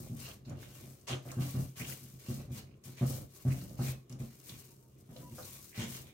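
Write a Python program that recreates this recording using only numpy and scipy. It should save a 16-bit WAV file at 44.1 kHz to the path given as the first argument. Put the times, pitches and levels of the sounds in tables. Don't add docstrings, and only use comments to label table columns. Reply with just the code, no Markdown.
import sys
import numpy as np
from scipy import signal
from scipy.fft import rfft, irfft, next_fast_len
from scipy.io import wavfile

SR = 44100
rng = np.random.default_rng(int(sys.argv[2]) if len(sys.argv) > 2 else 0)


def waveform_to_disk(signal):
    frames = np.transpose(np.atleast_2d(signal))
    scaled = np.clip(frames, -1, 1) * 32767
    samples = np.round(scaled).astype(np.int16)
    wavfile.write(sys.argv[1], SR, samples)


N = 270333

# start_s, attack_s, hold_s, release_s, fizz_level_db, rub_level_db
DOUGH_STROKES = [(0.0, 0.0017, 0.027, 0.36, -55.5, -67.5), (0.148, 0.074, 0.08, 0.087, -52.5, -57),
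                 (0.446, 0.0086, 0.062, .08, -70, -64), (0.553, 0.061, 0.13, 0.13, -60.5, -62),
                 (0.717, 0.033, 0.15, 0.38, -57, -64), (1.068, 0.02, 0.014, 0.065, -57, -42),
                 (1.215, 0.048, 0.081, 0.24, -59.5, -65), (1.383, 0.038, 0.2, 0.17, -49, -54.5),
                 (1.75, 0.029, 0.11, .06, -49.5, -54), (1.858, 0.029, 0.019, 0.098, -44.5, -53.5),
                 (1.955, 0.02, 0.11, 0.42, -56.5, -66), (2.186, .01, .06, .05, -57.5, -62),
                 (2.231, 0.072, 0.049, 0.14, -53, -57.5), (2.493, 0.083, 0.017, 0.017, -51, -57),
                 (2.831, 0.02, 0.03, 0.19, -56.5, -61.5), (2.967, 0.0098, 0.084, 0.055, -57, -58),
                 (3.039, 0.049, 0.052, .14, -45.5, -59), (3.275, 0.1, 0.084, 0.13, -57.5, -66),
                 (3.445, 0.076, 0.038, 0.52, -53.5, -60), (3.759, 0.11, 0.038, 0.028, -45.5, -50.5),
                 (4.095, 0.0035, 0.017, 0.043, -64, -64), (4.185, 0.0056, 0.16, 0.47, -59.5, -65),
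                 (4.383, 0.11, 0.1, 0.22, -53.5, -62), (4.696, .04, 0.13, 0.36, -69, -100),
                 (4.974, .015, 0.027, .03, -66.5, -91), (5.04, 0.14, 0.34, .12, -61, -70),
                 (5.274, 0.18, 0.21, .19, -50, -61), (5.737, 0.048, 0.054, 0.026, -51.5, -46.5),
                 (5.82, 0.11, 0.012, 0.13, -47, -53.5), (6.049, 0.013, .02, 0.056, -63.5, -62.5)]
# start_s, peak_db, hard_contact_db, judder_length_s, lean_hold_s
BOWL_ROCKS = [(0.002, -41, -13.5, 0.011, 0.062), (0.097, -37, -27.5, 0.046, 0.39),
              (0.464, -41.5, -13.5, .023, 0.071), (0.493, -38.5, -12.5, 0.041, 0.3),
              (0.797, -49, -13, 0.052, 0.33), (1.097, -35, -5, 0.045, 0.028),
              (1.254, -42, -6.5, 0.035, 0.19), (1.368, -30, -15.5, 0.044, 0.087),
              (1.542, -27.5, -19, 0.04, 0.074), (1.799, -38.5, -12.5, 0.032, 0.1),
              (2.007, -52.5, -48, 0.055, 0.089), (2.137, -47.5, -45, 0.0082, 0.015),
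              (2.285, -30.5, -19, 0.029, .13), (2.478, -40.5, -28, 0.058, 0.27),
              (2.855, -45.5, -18, 0.056, 0.036), (3.011, -25, -13.5, 0.028, 0.2),
              (3.451, -24.5, -21.5, 0.0389, 0.52), (3.79, -29, -17, 0.031, 0.13),
              (4.099, -43, -17.5, 0.058, 0.13), (4.2, -36, -18, 0.022, 0.026),
              (4.5, -47.5, -40, .04, 0.041), (5.091, -45, -14, 0.017, 0.073),
              (5.189, -44, -12.5, 0.023, 0.067), (5.311, -44, -22.5, 0.03, 0.091),
              (5.777, -33.5, -18, 0.044, 0.28)]
# start_s, peak_db, pitch_hz
WALL_TICKS = [(0.202, -33.5, 8500), (0.4955, -44, 6650), (0.629, -45, 1520), (1.012, -52, 7440),
              (1.288, -47, 2820), (1.316, -32, 7640), (2.839, -43.5, 7000), (3.694, -48, 4970),
              (4.096, -42, 7600), (4.125, -42, 6100), (4.202, -44, 7310), (4.494, -36, 3760),
              (5.164, -44.5, 3440)]
# start_s, length_s, first_pitch_hz, last_pitch_hz, level_db
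WET_GLIDES = [(0.202, 0.14, 2550, 3050, -57.5), (1.089, 0.0595, 3150, 2880, -45),
              (1.286, 0.032, 1920, 2540, -55), (1.787, 0.077, 1900, 2940, -55.5),
              (1.892, 0.04, 2007, 2340, -54.5), (2.573, 0.025, 2980, 3180, -65),
              (2.648, 0.11, 2220, 2690, -71.5), (2.975, 0.026, 2110, 2220, -51),
              (3.481, 0.077, 2150, 2380, -56.5), (5.718, 0.09, 2050, 2440, -57)]
# start_s, peak_db, brightness_hz
WALL_BUMPS = [(0.281, -46.5, 990), (1.105, -45, 2500), (1.317, -42, 1440), (3.175, -59, 605),
              (3.794, -39.5, 620), (5.161, -48, 780), (5.383, -41, 730)]
# start_s, length_s, pitch_hz, level_db
FOOT_SLIPS = [(4.668, 0.079, 930, -74), (4.765, 0.13, 917, -76.5), (5.103, 0.1, 954, -67),
              (5.181, .12, 986, -58), (5.295, 0.048, 950, -68)]
# pitch_hz, width_hz, gain_db
BOWL_MODES = [(73, 32, -6.5), (99.7, 10.3, 3.5), (134, 26.5, 7.5), (192.3, 21.2, 5.5), (252, 63, -16.5)]
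# pitch_hz, width_hz, gain_db
WALL_MODES = [(235, 45, -3), (295, 45, 2), (352, 50, 3), (445, 50, -4), (520, 40, 3), (585, 50, -1),
              (670, 40, -5), (1060, 80, -8), (1190, 70, -9)]
# pitch_hz, width_hz, gain_db
RUB_MODES = [(470, 175, 2), (1096, 164, 3.5), (1420, 2020, -3), (2470, 534, 3), (2750, 290, 4),
             (3450, 1280, 1), (4070, 710, 2.5), (6670, 2700, -4.5)]
# pitch_hz, width_hz, gain_db
KITCHEN_MODES = [(131, 6, 0), (171, 6, 3), (229, 7, -1), (282, 8, -5)]
# frequency_hz, relative_level_db
FIZZ_COLOUR = [(300, -30), (1200, -10), (2500, -16), (5000, -2), (7500, 2.5), (9200, 5.5), (10500, -0.5),
               (12500, 4.5), (16000, 2.5)]
# frequency_hz, relative_level_db
HUSH_COLOUR = [(18, -45), (30, -53), (130, 24), (399, 36), (808, -4), (1050, 17), (1680, 6), (3320, -43),
               (6540, -39), (15500, -119)]
# frequency_hz, gain_db
RIGHT_COLOUR = [(600, 0), (1100, 2), (3000, 2), (6300, 1), (7000, -2.5), (8000, -19), (9000, -21),
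                (10000, -13), (11500, -8), (13500, -6.5), (16000, -10)]
# frequency_hz, likeness (1 is the same, 0 unrelated)
SIDE_LIKENESS = [(60, 0.77), (280, 0.96), (640, 0), (1400, 0), (16000, 0)]

TIME = np.arange(N) / SR
HUSH_DB = -68
KITCHEN_T60_S = 0.27
CUTOFF_HZ = 15800
FIZZ_SAG_DB_PER_S, RUB_SAG_DB_PER_S = 27, 51.5
RESTING_FIZZ_DB, RESTING_RUB_DB = -81, -83.5
LEAN_DB, STEADYING_DB = -35.5, -60
LEAN_FOLLOWS = 0.69
LEAN_ATTACK_S, LEAN_RELEASE_S, LEAN_SAG_DB_PER_S = 0.019, 0.077, 37.5
SQUEEZE_RUMBLE_DB = -3.5
WALL_FOLLOWS_HARD = 0.39


def from_db(db):
    return 10 ** (np.asarray(db) / 20)


def rms_one(x):
    return x / np.sqrt(np.mean(x ** 2) + 1e-20)


def peak_one(x):
    return x / (np.abs(x).max() + 1e-20)


def at_hz(points, hz):
    known_hz, values = np.transpose(points)
    return np.interp(np.log(hz + 1), np.log(known_hz), values)


def add(out, s, sound):
    start = max(0, round(s * SR))
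    out[..., start:start + sound.shape[-1]] += sound[..., :N - start]


def drift(rate):
    knots = rng.standard_normal(N // 100)
    return rms_one(np.interp(TIME * rate, np.arange(len(knots)), knots))


def cut(x, hz, kind, order=2):
    return signal.sosfilt(signal.butter(order, hz, kind, fs=SR, output="sos"), x)


def colour(x, spectrum):
    size = next_fast_len(N + 4096)
    gain = from_db(at_hz(spectrum, np.fft.rfftfreq(size, 1 / SR)))
    return irfft(rfft(x, size) * gain, size)[..., :N]


def spread(pair):
    size = next_fast_len(N + 4096)
    alike = np.clip(at_hz(SIDE_LIKENESS, np.fft.rfftfreq(size, 1 / SR)), -1, 1)
    mid, side = rfft(pair, size) * np.sqrt([(1 + alike) / 2, (1 - alike) / 2])
    return irfft([mid + side, mid - side], size)[:, :N]


def resonate(x, modes):
    out = 0
    for hz, width_hz, db in modes:
        r = np.exp(-np.pi * width_hz / SR)
        poles = [1, -2 * r * np.cos(2 * np.pi * hz / SR), r * r]
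        ringing = signal.lfilter([1, 0, -1], poles, x + 1e-18)
        out = out + from_db(db) * (1 - r * r) / 2 * ringing
    return out


def grains(per_s, size_db):
    born = rng.random(N) < per_s / SR
    sizes = from_db(size_db * np.minimum(rng.exponential(1, N), 4))
    return rms_one(born * sizes * rng.standard_normal((2, N)) / np.sqrt(per_s))


def kitchen(x, wet_db):
    t = TIME[:SR // 2]
    tail = rng.standard_normal((2, len(t))) * from_db(-60 * t / KITCHEN_T60_S)
    tail = tail * (t > .004)
    tail = cut(tail / np.sqrt(np.sum(tail ** 2, axis=1, keepdims=True)), 240, "high")
    echo = signal.fftconvolve(x * np.ones((2, 1)), tail, axes=1)[:, :N]
    return x + from_db(wet_db) * spread(echo)


def gesture(s, attack_s, hold_s, release_s, sag_db_per_s):
    age, out = TIME[:SR] - attack_s, np.zeros(N)
    shape = np.interp(age, [-attack_s, 0, hold_s, hold_s + release_s], [0, 1, 1, 0])
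    add(out, s, shape * from_db(-sag_db_per_s * np.maximum(age, 0)))
    return out


def together(gains, resting_db):
    return np.sqrt(sum(gain ** 2 for gain in gains) + from_db(resting_db) ** 2)


def squeezing():
    strokes = [from_db(db) * gesture(s, attack_s, hold_s, release_s, FIZZ_SAG_DB_PER_S)
               for s, attack_s, hold_s, release_s, db, _ in DOUGH_STROKES]
    return together(strokes, RESTING_FIZZ_DB)


def sliding():
    strokes = [from_db(db) * gesture(s, attack_s, hold_s, release_s, RUB_SAG_DB_PER_S)
               for s, attack_s, hold_s, release_s, _, db in DOUGH_STROKES]
    return together(strokes, RESTING_RUB_DB)


def leaning(follows_hard):
    _, peaks_db, hards_db, _, _ = np.transpose(BOWL_ROCKS)
    leans = []
    for s, db, hard_db, _, lean_s in BOWL_ROCKS:
        weight_db = LEAN_DB + LEAN_FOLLOWS * (db - peaks_db.max())
        hardness_db = follows_hard * (hard_db - hards_db.mean())
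        lean = gesture(s, LEAN_ATTACK_S, lean_s, LEAN_RELEASE_S, LEAN_SAG_DB_PER_S)
        leans.append(from_db(weight_db + hardness_db) * lean)
    return together(leans + [from_db(SQUEEZE_RUMBLE_DB) * squeezing()], STEADYING_DB)


def faint_hush():
    return from_db(HUSH_DB) * rms_one(colour(spread(rng.standard_normal((2, N))), HUSH_COLOUR))


def dough_fizz(per_s=14000, clump_db=1.68, trim_db=3):
    squeeze = squeezing()
    pops = grains(per_s * (squeeze / squeeze.max() + .2), size_db=2.1)
    fizz = rms_one(colour(pops, FIZZ_COLOUR)) * squeeze * from_db(trim_db + clump_db * drift(90))
    return kitchen(fizz, wet_db=-9.0)


def wall_rub(stutter_db=2.0, wander_db=1.6):
    slips = spread(grains(per_s=2800, size_db=2.5))
    ringing = 0
    for k, mode in enumerate(RUB_MODES):
        sign = (-1) ** k
        ringing = ringing + sign * resonate(slips, [mode]) * from_db(wander_db * drift(35))
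    rub = rms_one(cut(ringing, 17000, "low")) * sliding() * from_db(stutter_db * drift(130))
    return kitchen(rub, wet_db=0.0)


def bowl_rumble(per_s=1500, size_db=3.0, wall_db=-8, top_hz=700, trim_db=-5):
    shifts = cut(spread(grains(per_s, size_db)), top_hz, "low")
    body = rms_one(resonate(cut(shifts, 131, "low"), BOWL_MODES)) * leaning(0)
    wall = rms_one(resonate(shifts, WALL_MODES)) * leaning(WALL_FOLLOWS_HARD)
    return (body + from_db(wall_db) * wall) * from_db(trim_db)


def bowl_knocks(bounce_s=.0079, unevenness=0.095, growth=0.23, soft_hz=190,
                grit_s=0.0021, scuff_hz=1100, wall_db=2.0, pin_s=.0045):
    t, out = TIME[:SR // 4], np.zeros(N)
    grit_decay = np.exp(-1 / (grit_s * SR))
    for s, db, hard_db, judder_s, _ in BOWL_ROCKS:
        gaps = bounce_s * (1 + unevenness * rng.standard_normal(12))
        touches = np.cumsum(gaps) - gaps[0]
        force = np.zeros(len(t))
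        force[(touches * SR).astype(int)] = np.clip((judder_s - touches) / bounce_s, 0, 1)
        damping = np.exp(-np.maximum(t - judder_s, 0) / pin_s)
        push = cut(force * (1 + growth * t / judder_s), soft_hz, "low")
        thud = resonate(push, BOWL_MODES) * damping
        scuff = signal.lfilter([1], [1, -grit_decay], force) * rng.standard_normal(len(t))
        ring = resonate(cut(scuff, scuff_hz, "low"), WALL_MODES)
        add(out, s, from_db(db) * (peak_one(thud) + from_db(hard_db + wall_db) * peak_one(ring)))
    return kitchen(out, wet_db=6.5)


def dough_slaps(hz=1300, width_hz=800, trim_db=-20):
    t, out = TIME[:SR // 5], np.zeros((2, N))
    crunch = resonate(spread(grains(per_s=1500, size_db=4.5)), [(hz, width_hz, 0)])
    crunch = rms_one(cut(crunch, [950, 2800], "band"))
    for s, db, hard_db, judder_s, _ in BOWL_ROCKS:
        age = t / judder_s
        swell = (age * np.exp(1 - age)) ** 3
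        add(out, s, from_db(db + hard_db + trim_db) * swell)
    return kitchen(out * crunch, wet_db=-12)


def finger_ticks(t60_s=0.031):
    t, out = TIME[:SR // 10], np.zeros((2, N))
    for s, db, hz in WALL_TICKS:
        snap = rng.standard_normal((2, len(t))) * from_db(-60 * t / t60_s)
        add(out, s, from_db(db) * peak_one(resonate(snap, [(hz, hz / 3, 0)])))
    return kitchen(out, wet_db=-5)


def squelches(width_hz=380, flutter_db=-7.0):
    out = np.zeros((2, N))
    wet = rms_one(cut(grains(per_s=2100, size_db=2.5), width_hz, "low"))
    wet = wet * from_db(flutter_db * drift(120))
    for s, length_s, first_hz, last_hz, db in WET_GLIDES:
        during = (TIME > s) & (TIME < s + length_s)
        progress = (TIME[during] - s) / length_s
        phase = 2 * np.pi * np.cumsum(first_hz + (last_hz - first_hz) * progress) / SR
        swell = np.sqrt(np.sin(np.pi * progress))
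        out[:, during] += from_db(db) * swell * wet[:, during] * np.sin(phase)
    return kitchen(out, wet_db=-11)


def knuckle_bumps(t60_s=0.026):
    t, out = TIME[:SR // 5], np.zeros(N)
    for s, db, bright_hz in WALL_BUMPS:
        touch = rng.standard_normal(len(t)) * from_db(-60 * t / t60_s)
        touch = cut(cut(touch, 560, "high"), bright_hz, "low")
        add(out, s, from_db(db) * peak_one(resonate(touch, WALL_MODES)))
    return kitchen(out, wet_db=5.5)


def foot_squeaks(waver=0.0098, octave_db=-25):
    out = np.zeros(N)
    for s, length_s, hz, db in FOOT_SLIPS:
        swell = np.sin(np.pi * np.clip((TIME - s) / length_s, 0, 1) ** 2.1)
        phase = 2 * np.pi * np.cumsum(hz * (1 + waver * drift(150))) / SR
        tone = np.sin(phase) + from_db(octave_db) * np.sin(2 * phase)
        out += from_db(db) * swell * tone
    return kitchen(out, wet_db=-10)


def scene(boom_db=4):
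    bowl = bowl_knocks() + bowl_rumble()
    boom = from_db(boom_db) * resonate(bowl.mean(axis=0), KITCHEN_MODES)
    dough = dough_fizz() + wall_rub() + dough_slaps() + squelches()
    touches = finger_ticks() + knuckle_bumps() + foot_squeaks()
    return faint_hush() + bowl + boom + dough + touches


def record(dry):
    sides = np.array([dry[0], colour(dry[1], RIGHT_COLOUR)])
    sides = cut(sides, 44, "high", order=4)
    return signal.sosfilt(signal.ellip(12, .1, 80, CUTOFF_HZ, fs=SR, output="sos"), sides)


dry = scene()
out = record(dry)
waveform_to_disk(out)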